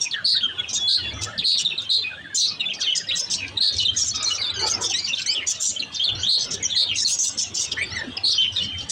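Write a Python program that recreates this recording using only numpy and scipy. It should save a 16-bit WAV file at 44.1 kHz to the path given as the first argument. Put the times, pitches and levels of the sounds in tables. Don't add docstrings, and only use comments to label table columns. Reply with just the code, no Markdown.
import sys
import numpy as np
from scipy import signal
from scipy.fft import rfft, irfft, next_fast_len
from scipy.io import wavfile
from scipy.ndimage import uniform_filter1d, minimum_filter1d, map_coordinates

SR = 44100
rng = np.random.default_rng(int(sys.argv[2]) if len(sys.argv) > 2 else 0)


def generate_wav(sig):
    pcm = np.round(np.clip(np.atleast_2d(sig).T, -1, 1) * 32767).astype(np.int16)
    wavfile.write(sys.argv[1], SR, pcm)


N = 392931
TIME = np.arange(N) / SR


def undb(db):
    return 10 ** (np.asarray(db) / 20)


def unit(x):
    return x / np.sqrt(np.mean(x ** 2) + 1e-18)


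def add(out, start_s, x):
    i = int(np.clip(start_s * SR, 0, N - 1))
    out[i:i + len(x)] += x[:N - i]


def colour(x, points):
    hz, db = np.transpose(points)
    size = next_fast_len(len(x))
    f = np.fft.rfftfreq(size, 1 / SR)
    gain = undb(np.interp(np.log(f + 1), np.log(hz), db))
    return irfft(rfft(x, size) * gain, size)[:len(x)]


def mottle(x, depth_db, cell_hz, rate, size=512):
    f, t, spectra = signal.stft(x, SR, nperseg=size)
    field = rng.standard_normal((int(f[-1] / cell_hz) + 2, int(t[-1] * rate) + 2))
    db = depth_db * map_coordinates(field, np.meshgrid(f / cell_hz, t * rate, indexing="ij"), order=1)
    mottled = signal.istft(spectra * undb(db), SR, nperseg=size)[1][:len(x)]
    return unit(mottled) * np.sqrt(np.mean(x ** 2))


def resonate(x, hz, width_hz):
    b, a = signal.iirpeak(hz, hz / width_hz, fs=SR)
    return unit(signal.lfilter(b, a, signal.lfilter(b, a, x)))


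def wander(n, rate):
    own = np.random.default_rng(rng.integers(1 << 30))
    place = np.arange(n) * rate / SR
    knots = own.standard_normal(int(place[-1]) + 4)
    return map_coordinates(knots, [place + 1], order=3, mode="nearest")


def turn(hz):
    return 2 * np.pi * (np.cumsum(hz) / SR + rng.random())


def glide(length_s, hz, octaves, ease=1.1):
    progress = np.linspace(0, 1, max(int(length_s * SR), 64))
    way = (1 - np.exp(-ease * progress)) / (1 - np.exp(-ease))
    return hz * 2 ** (octaves * (way - way[len(way) // 2]))


def swell(n, attack_s, release_s):
    t = np.arange(n) / SR
    rise = np.sin(np.pi / 2 * np.minimum(t / attack_s, 1))
    fall = np.sin(np.pi / 2 * np.minimum(t[::-1] / release_s, 1))
    return unit(rise * fall)


def syrinx(phase, second_db, third_db):
    return unit(np.sin(phase) + undb(second_db) * np.sin(2 * phase) + undb(third_db) * np.sin(3 * phase))


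def whistle(hz, rough, buzz_hz=330, shimmer=1.24, catch=0.28):
    n = len(hz)
    buzz = 0.15 * np.sin(turn(buzz_hz * (1 + 0.243 * wander(n, 150))))
    quaver = .016 * wander(n, 119.6) * np.sqrt(rough / 0.19)
    jitter = 0.081 * wander(n, 1192)
    phase = turn(hz * (1 + quaver + rough * (buzz + jitter)))
    tone = syrinx(phase, second_db=-29.5, third_db=-49.5) if hz.max() < SR / 8 else np.sin(phase)
    strength = np.exp(shimmer * rough * wander(n, 400) + catch * wander(n, 126))
    return unit(tone * strength * swell(n, attack_s=0.0077, release_s=0.0061))


def from_perch(x, count=6, reach_s=.011, strength=0.3):
    lags_s, signs = rng.uniform(.0006, reach_s, count), rng.choice([-1, 1], count)
    response = np.zeros(int(reach_s * SR) + 1)
    response[0] = 1
    response[(lags_s * SR).astype(int)] = strength * signs
    heard = signal.fftconvolve(x, response)
    return heard * np.sqrt(np.sum(x ** 2) / np.sum(heard ** 2))


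def room(x, t60_s=0.24, ring_db=-15, build_s=0.014):
    t = np.arange(SR) / SR
    tail = rng.standard_normal(SR) * undb(-60 * t / t60_s) * (1 - np.exp(-t / build_s))
    tail = colour(tail, [(500, 4.0), (4000, 2), (6500, 0), (9000, -12.0), (15000, -6)])
    ring = signal.fftconvolve(x, undb(ring_db) * unit(tail) / np.sqrt(SR))[:N]
    return x + mottle(ring, depth_db=8, cell_hz=169.3, rate=16)


# f/Hz, relative level/dB
AIR_SPECTRUM = [(40, -19.5), (170, 5.5), (360, -2.5), (900, -6), (2200, -9), (3300, 0.5), (5000, -21.5),
                (8000, -26.5), (16000, -39.5)]
def room_air(level_db=-44):
    air = colour(rng.standard_normal(N), AIR_SPECTRUM)
    air = mottle(air, depth_db=7.5, cell_hz=87.97, rate=23, size=1024)
    return undb(level_db + wander(N, 1.394)) * unit(air)


# f/Hz, relative level/dB
RUMBLE_SPECTRUM = [(20, -17), (48, -18), (72, 1.5), (108, 7.5), (140, -19.5), (300, -12.5), (900, -68)]
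# t/s, level/dB before the trim
RUMBLE_LEVELS = [(0.0, -64), (0.05, -60), (0.89, -50), (1.16, -35), (1.56, -60), (1.88, -52), (3.0, -62),
                 (3.12, -49), (3.17, -59), (3.54, -40), (3.69, -61), (3.74, -36.5), (4.51, -55.5),
                 (4.56, -40), (5.11, -56), (6.07, -56), (6.15, -31.5), (6.34, -58), (6.62, -42),
                 (6.86, -62), (6.91, -43.5), (7.16, -57), (7.53, -49), (7.58, -69), (7.81, -41.5),
                 (8.25, -49.5), (8.85, -40.5), (8.9, -60)]
def hand_rumble(trim_db=0.5):
    rumble = unit(colour(rng.standard_normal(N), RUMBLE_SPECTRUM))
    return rumble * undb(np.interp(TIME, *np.transpose(RUMBLE_LEVELS)) + trim_db)


def far_flock(count=130, pitch_hz=3000, level_db=-46, spread_db=3.2):
    out = np.zeros(N)
    for when, (span, height, slope, loud) in zip(rng.random(count), rng.standard_normal((count, 4))):
        hz = pitch_hz * np.exp(0.38 * height)
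        track = glide(.045 * np.exp(0.28 * span), hz, octaves=0.1503 * slope - .18)
        add(out, when * TIME[-1], undb(spread_db * loud) * whistle(track, rough=0.19))
    return undb(level_db) * unit(out)


# f/Hz, relative level/dB
POT_MODES = [(215, -5.5), (365, 0), (460, -2.5), (610, -2), (900, -3), (1280, 4.5), (1600, -1)]
# t/s, length/s, level/dB, gust centre f/Hz
FLUTTERS = [(0.435, 0.37, -53, 516), (1.0, .38, -43, 300), (2.548, 0.38, -55.5, 330),
            (4.149, .45, -43, 1350), (4.55, .21, -36, 442), (4.703, 0.19, -37, 800),
            (5.297, 0.22, -49.5, 550), (6.339, 0.29, -50.5, 340), (7.699, 0.52, -50, 620)]
def wings(beat_hz=17, beat_depth=0.19, relative_width=0.3, octave_off_db=-2):
    out = np.zeros(N)
    for start, length, db, centre_hz in FLUTTERS:
        n = int(length * SR)
        beats = 1 + beat_depth * np.sin(turn(beat_hz * (1 + 0.25 * wander(n, 6.4))))
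        gusts = np.zeros(n)
        for hz, mode_db in POT_MODES:
            gain = undb(mode_db + octave_off_db * np.log2(hz / centre_hz) ** 2)
            gusts += gain * resonate(wander(n, SR) * beats, hz, relative_width * hz)
        add(out, start, undb(db) * unit(gusts) * swell(n, attack_s=0.14, release_s=0.16))
    return mottle(out, depth_db=10, cell_hz=67.6, rate=22, size=1024)


# t/s, length/s, f/Hz, level/dB
SOFT_PHRASES = [(0.349, .24, 1462, -41), (0.962, .36, 1787, -42.5), (2.087, .24, 1633, -40.5),
                (2.855, .3, 1877, -43)]
def soft_warble(syllables_per_s=14, syllable_s=.043, spread_octaves=0.13, timing_spread_s=0.0074):
    out = np.zeros(N)
    for start, length, hz, db in SOFT_PHRASES:
        offsets = np.arange(0, length, 1 / syllables_per_s)
        for offset, (late, height, slope) in zip(offsets, rng.standard_normal((len(offsets), 3))):
            track = glide(syllable_s, hz * 2 ** (spread_octaves * height), octaves=0.23 * slope - .1)
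            syllable = from_perch(whistle(track, rough=.14))
            add(out, start + offset + timing_spread_s * late, undb(db) * syllable)
    return out


# t/s, length/s, f/Hz, level/dB
HELD_WHISTLES = [(.79, 0.14, 3404, -26), (1.012, .1, 3410, -33.5), (1.12, 0.16, 3417, -45),
                 (2.11, .25, 3476, -52), (4.444, 0.061, 3540, -32), (5.925, 0.1, 3600, -36.5),
                 (8.67, 0.15, 3118, -35)]
def held_whistles(waver_hz=5):
    out = np.zeros(N)
    for start, length, hz, db in HELD_WHISTLES:
        n = int(length * SR)
        tone = syrinx(turn(hz + waver_hz * wander(n, 60)), second_db=-29, third_db=-45)
        add(out, start, undb(db) * tone * swell(n, attack_s=.045, release_s=0.011))
    return out


# f/Hz, gain/dB
THROAT = [(1250, -10), (2200, -14.5), (3000, -5), (4400, 0), (6000, -3.5), (7000, -19), (8000, -6.5),
          (9200, -47.5)]
# t/s, length/s, middle f/Hz, glide/octaves, level/dB before the throat,
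# roughness (0-1)
NASAL_CALLS = [(4.137, 0.11, 1247, -0.038, -33.5, 0.4), (4.537, 0.1, 1545, -0.2, -32, 0.2),
               (4.593, .082, 2250, .2, -27, 0.5), (4.936, 0.07, 2055, 0.29, -26, 0.2),
               (4.982, 0.1, 2287, -.1, -30, .35), (5.259, 0.084, 2333, .42, -24, 0.3),
               (6.149, 0.094, 1466, 0.15, -38, 0.5), (7.77, .075, 2140, 0.41, -44.5, 0),
               (7.902, 0.063, 1427, 0.29, -39.5, .15), (7.953, 0.054, 1877, -0.3, -37, 0.2),
               (8.031, .095, 1530, 0.22, -57.5, 0.4)]
def nasal_calls():
    out = np.zeros(N)
    for start, length, middle_hz, octaves, db, rough in NASAL_CALLS:
        hz = glide(length, middle_hz, octaves)
        n = len(hz)
        phase = turn(hz * (1 + rough * (0.082 * wander(n, 600) + 0.027 * wander(n, 90))))
        voice = np.zeros(n)
        for k in range(1, 5):
            harmonic = unit(np.sin(k * phase) * np.exp(0.55 * wander(n, 118.2)))
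            voice += undb(np.interp(k * hz, *np.transpose(THROAT))) * harmonic
        add(out, start, undb(db) * from_perch(voice * swell(n, attack_s=0.0059, release_s=0.0034)))
    return out


# t/s, length/s before padding,
# main resonance level/dB, top resonance relative level/dB before its trim
RASPS = [(0, .05, -26, -39.5), (0.694, 0.024, -33, -18), (0.737, 0.04, -20.5, -21.5),
         (1.218, 0.034, -29.5, -12), (1.581, 0.041, -26.5, -21), (1.813, 0.044, -40, -16.5),
         (2.352, .078, -17.5, -12), (2.741, 0.014, -35, -30), (2.803, 0.027, -30.5, -37),
         (2.957, 0.033, -23, -27.5), (3.159, 0.053, -24, -14.5), (3.304, .054, -26.5, -15),
         (3.474, .015, -41.5, -25), (3.731, 0.11, -34, -38), (3.938, 0.097, -35, -21),
         (3.974, .12, -24, -29.5), (4.138, 0.033, -35, -21), (4.266, 0.11, -33.5, -17),
         (4.663, 0.061, -24.5, -13.5), (4.811, 0.061, -25, -14.5), (4.887, 0.038, -32, -23),
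         (5.059, 0.043, -34, -22), (5.149, .1, -36, -17.5), (5.471, .055, -21.5, -13),
         (5.605, .1, -18, -14), (5.923, .048, -42.5, -33), (6.389, 0.067, -31, -28), (6.51, 0.05, -30, -26),
         (6.954, .084, -23, -36), (7.065, .09, -21.5, -9), (7.193, .098, -18.5, -13),
         (7.379, 0.054, -20, -27), (7.546, .11, -25, -16), (7.719, 0.013, -30, -18.5),
         (8.52, 0.15, -39.5, -28), (8.776, .068, -41.5, -23), (8.896, 0.098, -20.5, -35)]
def rasps(pulse_hz=520, low_hz=3600, top_hz=8700, decay_cycles=0.2, usual_db=-26.5):
    out = np.zeros(N)
    for start, length, db, top_db in RASPS:
        effort_db = db - usual_db
        main_hz = 5880 + 64 * effort_db
        low_db = -11.5 - 0.58 * effort_db
        n = int((max(length, .01) + 0.011) * SR)
        cycle = turn(pulse_hz * np.exp(0.27 * wander(n, 400))) / (2 * np.pi) % 1
        puffs = np.exp(-cycle / decay_cycles) * wander(n, SR) * np.exp(0.46 * wander(n, 181.6))
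        puffs = mottle(puffs, depth_db=9.5, cell_hz=279.3, rate=50)
        low = undb(low_db) * resonate(resonate(puffs, low_hz, 1600), low_hz, 1700)
        main = resonate(resonate(puffs, main_hz, 3500), main_hz, 2900)
        top = undb(top_db - 3.5) * resonate(puffs, top_hz, 2100)
        hiss = undb(top_db / 2 - 10.5) * resonate(puffs, 15000, 4000)
        arch = unit(np.sin(np.linspace(0, np.pi, n)) + 0.54)
        voice = (main + arch * (low + top + hiss)) * swell(n, attack_s=0.019, release_s=0.018)
        add(out, start - .008, undb(db) * from_perch(voice))
    return out


# t/s, length/s, middle f/Hz, glide/octaves, level/dB
SONG_NOTES = [(0.048, .035, 2506, -.15, -31.5), (0.11, .043, 3640, -0.6, -27),
              (0.137, 0.062, 1710, -0.27, -32), (0.168, 0.047, 1588, -0.54, -39.5),
              (0.35, 0.036, 3700, -.27, -22), (0.406, 0.023, 3155, 0.3, -30.5),
              (0.428, 0.031, 3177, -.05, -20.5), (0.581, .031, 3340, .08, -25),
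              (0.625, 0.04, 2740, -0.56, -36), (0.746, .038, 3763, 0, -25), (0.978, .11, 2854, -.3, -36.5),
              (1.268, .05, 1405, .3, -38.5), (1.378, .037, 3740, -0.7, -25), (1.421, 0.024, 2840, .45, -35),
              (1.567, 0.052, 3255, -0.67, -23.5), (1.648, .024, 3696, -.26, -12.5),
              (1.702, .027, 2790, -0.39, -29), (1.777, 0.031, 3735, -.23, -26),
              (2.019, 0.015, 3600, -.04, -28.5), (2.038, 0.046, 2519, 0, -29),
              (2.476, 0.018, 5090, -0.28, -27.5), (2.594, .025, 3775, -0.13, -25.5),
              (2.595, 0.056, 2690, -0.26, -30), (2.652, .038, 3493, 0.036, -27),
              (2.686, .03, 3050, .4, -29), (2.712, 0.018, 2770, -.4, -29), (2.81, 0.051, 4355, -.55, -29.5),
              (2.811, .047, 3560, .3, -28.5), (2.861, 0.051, 3090, -.1, -23),
              (2.903, .039, 3100, -0.22, -23.5), (3.085, .018, 3790, -.13, -24),
              (3.105, 0.021, 2882, 0.61, -23.5), (3.129, 0.032, 3870, 0, -26.5),
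              (3.334, .015, 4390, -.8, -23.5), (3.375, 0.089, 2580, -.45, -34),
              (3.569, 0.022, 3890, -.12, -23), (3.782, 0.035, 3920, -.4, -23.5),
              (3.795, 0.059, 2926, -.11, -25.5), (3.848, 0.023, 3824, -.33, -13.5),
              (3.88, .022, 3107, .05, -15.5), (3.962, 0.059, 6650, .1, -25),
              (4.087, 0.022, 5960, 0.59, -28), (4.105, 0.022, 4354, .11, -30),
              (4.15, 0.017, 5620, 0.41, -28), (4.222, 0.014, 6570, 0.77, -29),
              (4.24, 0.022, 5970, -0.14, -25.5), (4.252, 0.047, 4135, -.08, -24.5),
              (4.304, 0.028, 2940, 0, -22), (4.347, .011, 5700, .4, -31), (4.381, 0.046, 4600, .08, -31.5),
              (4.412, .046, 3780, -.16, -26.5), (4.444, 0.035, 4390, 0.2, -33),
              (4.496, 0.015, 3876, 0, -25.5), (4.734, .019, 5194, .13, -23.5),
              (4.841, 0.03, 3510, 0.16, -27), (4.899, .05, 2764, -.5, -33),
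              (5.071, 0.041, 2750, -0.22, -30), (5.129, 0.018, 3590, -0.11, -22.5),
              (5.158, .049, 3080, -0.65, -31), (5.281, 0.057, 3057, 0, -31.5),
              (5.347, 0.049, 3080, -0.36, -25.5), (5.386, .057, 2335, -.43, -35),
              (5.761, 0.013, 3180, 0, -27), (5.793, 0.019, 4100, -0.28, -25.5),
              (5.819, 0.014, 2850, -0.32, -27.5), (5.945, 0.033, 4880, -.6, -30.5),
              (5.994, .043, 3250, .13, -23.5), (6.036, .031, 3990, -.4, -22.5),
              (6.071, .035, 3317, -.42, -23), (6.216, .046, 6290, -0.33, -37),
              (6.231, 0.083, 3603, .35, -24.5), (6.625, .043, 6300, -.22, -23),
              (6.63, 0.037, 3160, -0.11, -34), (6.699, .057, 3500, -0.22, -27.5),
              (6.863, 0.075, 3102, -0.54, -26.5), (6.952, 0.013, 2726, -0.18, -28.5),
              (7.047, .029, 4260, -.17, -12), (7.715, 0.022, 3030, -0.52, -27.5),
              (7.766, .08, 2116, .45, -27), (7.948, .071, 1882, -0.27, -31),
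              (8.166, 0.019, 2846, -.44, -32), (8.167, 0.013, 5100, -.14, -27.5),
              (8.304, .03, 5320, -0.25, -20), (8.32, .021, 3754, -0.6, -18), (8.378, .031, 3106, .1, -12.5),
              (8.412, .061, 3024, -0.53, -24.5), (8.556, .045, 3590, -.25, -24),
              (8.601, 0.051, 3027, 0.15, -27)]
def near_song(least_rough=0.11, rough_per_octave=0.47):
    out = np.zeros(N)
    for start, length, hz, octaves, db in SONG_NOTES:
        rough = np.clip(least_rough + rough_per_octave * abs(octaves), 0, 1)
        add(out, start, undb(db) * from_perch(whistle(glide(length, hz, octaves), rough)))
    return out


# t/s, length/s, f/Hz, level/dB
CHIRPS = [(0.243, 0.1, 4380, -13.5), (0.874, 0.1, 4204, -13.5), (1.44, 0.11, 4183, -12.5),
          (1.892, 0.089, 4055, -12.5), (2.371, 0.096, 4138, -15.5), (3.602, 0.1, 4155, -16.5),
          (6.284, 0.084, 4150, -10), (6.753, 0.093, 4130, -18), (8.234, 0.11, 4210, -17)]
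def chirps(warble_hz=290, depth_hz=380, jitter_hz=200, throat_width_hz=2300, onset_s=.018, throb=0.27):
    out = np.zeros(N)
    for start, length, hz, db in CHIRPS:
        n = int(length * SR)
        opened = np.minimum(TIME[:n] / onset_s, 1) ** 2
        swing = np.sin(turn(warble_hz * (1 + 0.302 * wander(n, 201.6))))
        phase = turn(hz + opened * (depth_hz * swing + jitter_hz * wander(n, 1094)))
        tone = resonate(np.sin(phase), hz, throat_width_hz)
        octave = undb(-26) * resonate(np.sin(2 * phase), 2 * hz, 1900)
        noise = wander(n, SR)
        breath = undb(-26) * resonate(noise, 6500, 2100)
        hiss = undb(-36) * resonate(noise, 14000, 4000)
        strength = np.exp(throb * wander(n, 220)) * swell(n, attack_s=0.02, release_s=0.022)
        voice = unit((tone + octave + (breath + hiss) * np.hanning(n)) * strength)
        add(out, start, undb(db) * from_perch(voice))
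    return out


def scene():
    birds = near_song() + held_whistles() + soft_warble() + chirps() + rasps() + nasal_calls()
    return (room(birds + far_flock()) + wings() + hand_rumble() + room_air())[None]


# f/Hz, gain/dB
MIC_RESPONSE = [(20, 0), (8600, 2.5), (9400, 4.5), (10100, -9), (12500, -11), (14000, -19.5),
                (15400, -12.5)]
def record(dry, ceiling=0.29, limiter_samples=440, cutoff_hz=15800):
    heard = colour(dry[0], MIC_RESPONSE)
    allowed = np.minimum(1, ceiling / (np.abs(heard) + 1e-9))
    gain = uniform_filter1d(minimum_filter1d(allowed, size=limiter_samples), size=limiter_samples)
    lowpass = signal.ellip(10, .2, 70, cutoff_hz, fs=SR, output="sos")
    return signal.sosfilt(lowpass, heard * gain)[None]


dry = scene()
out = record(dry)
generate_wav(out)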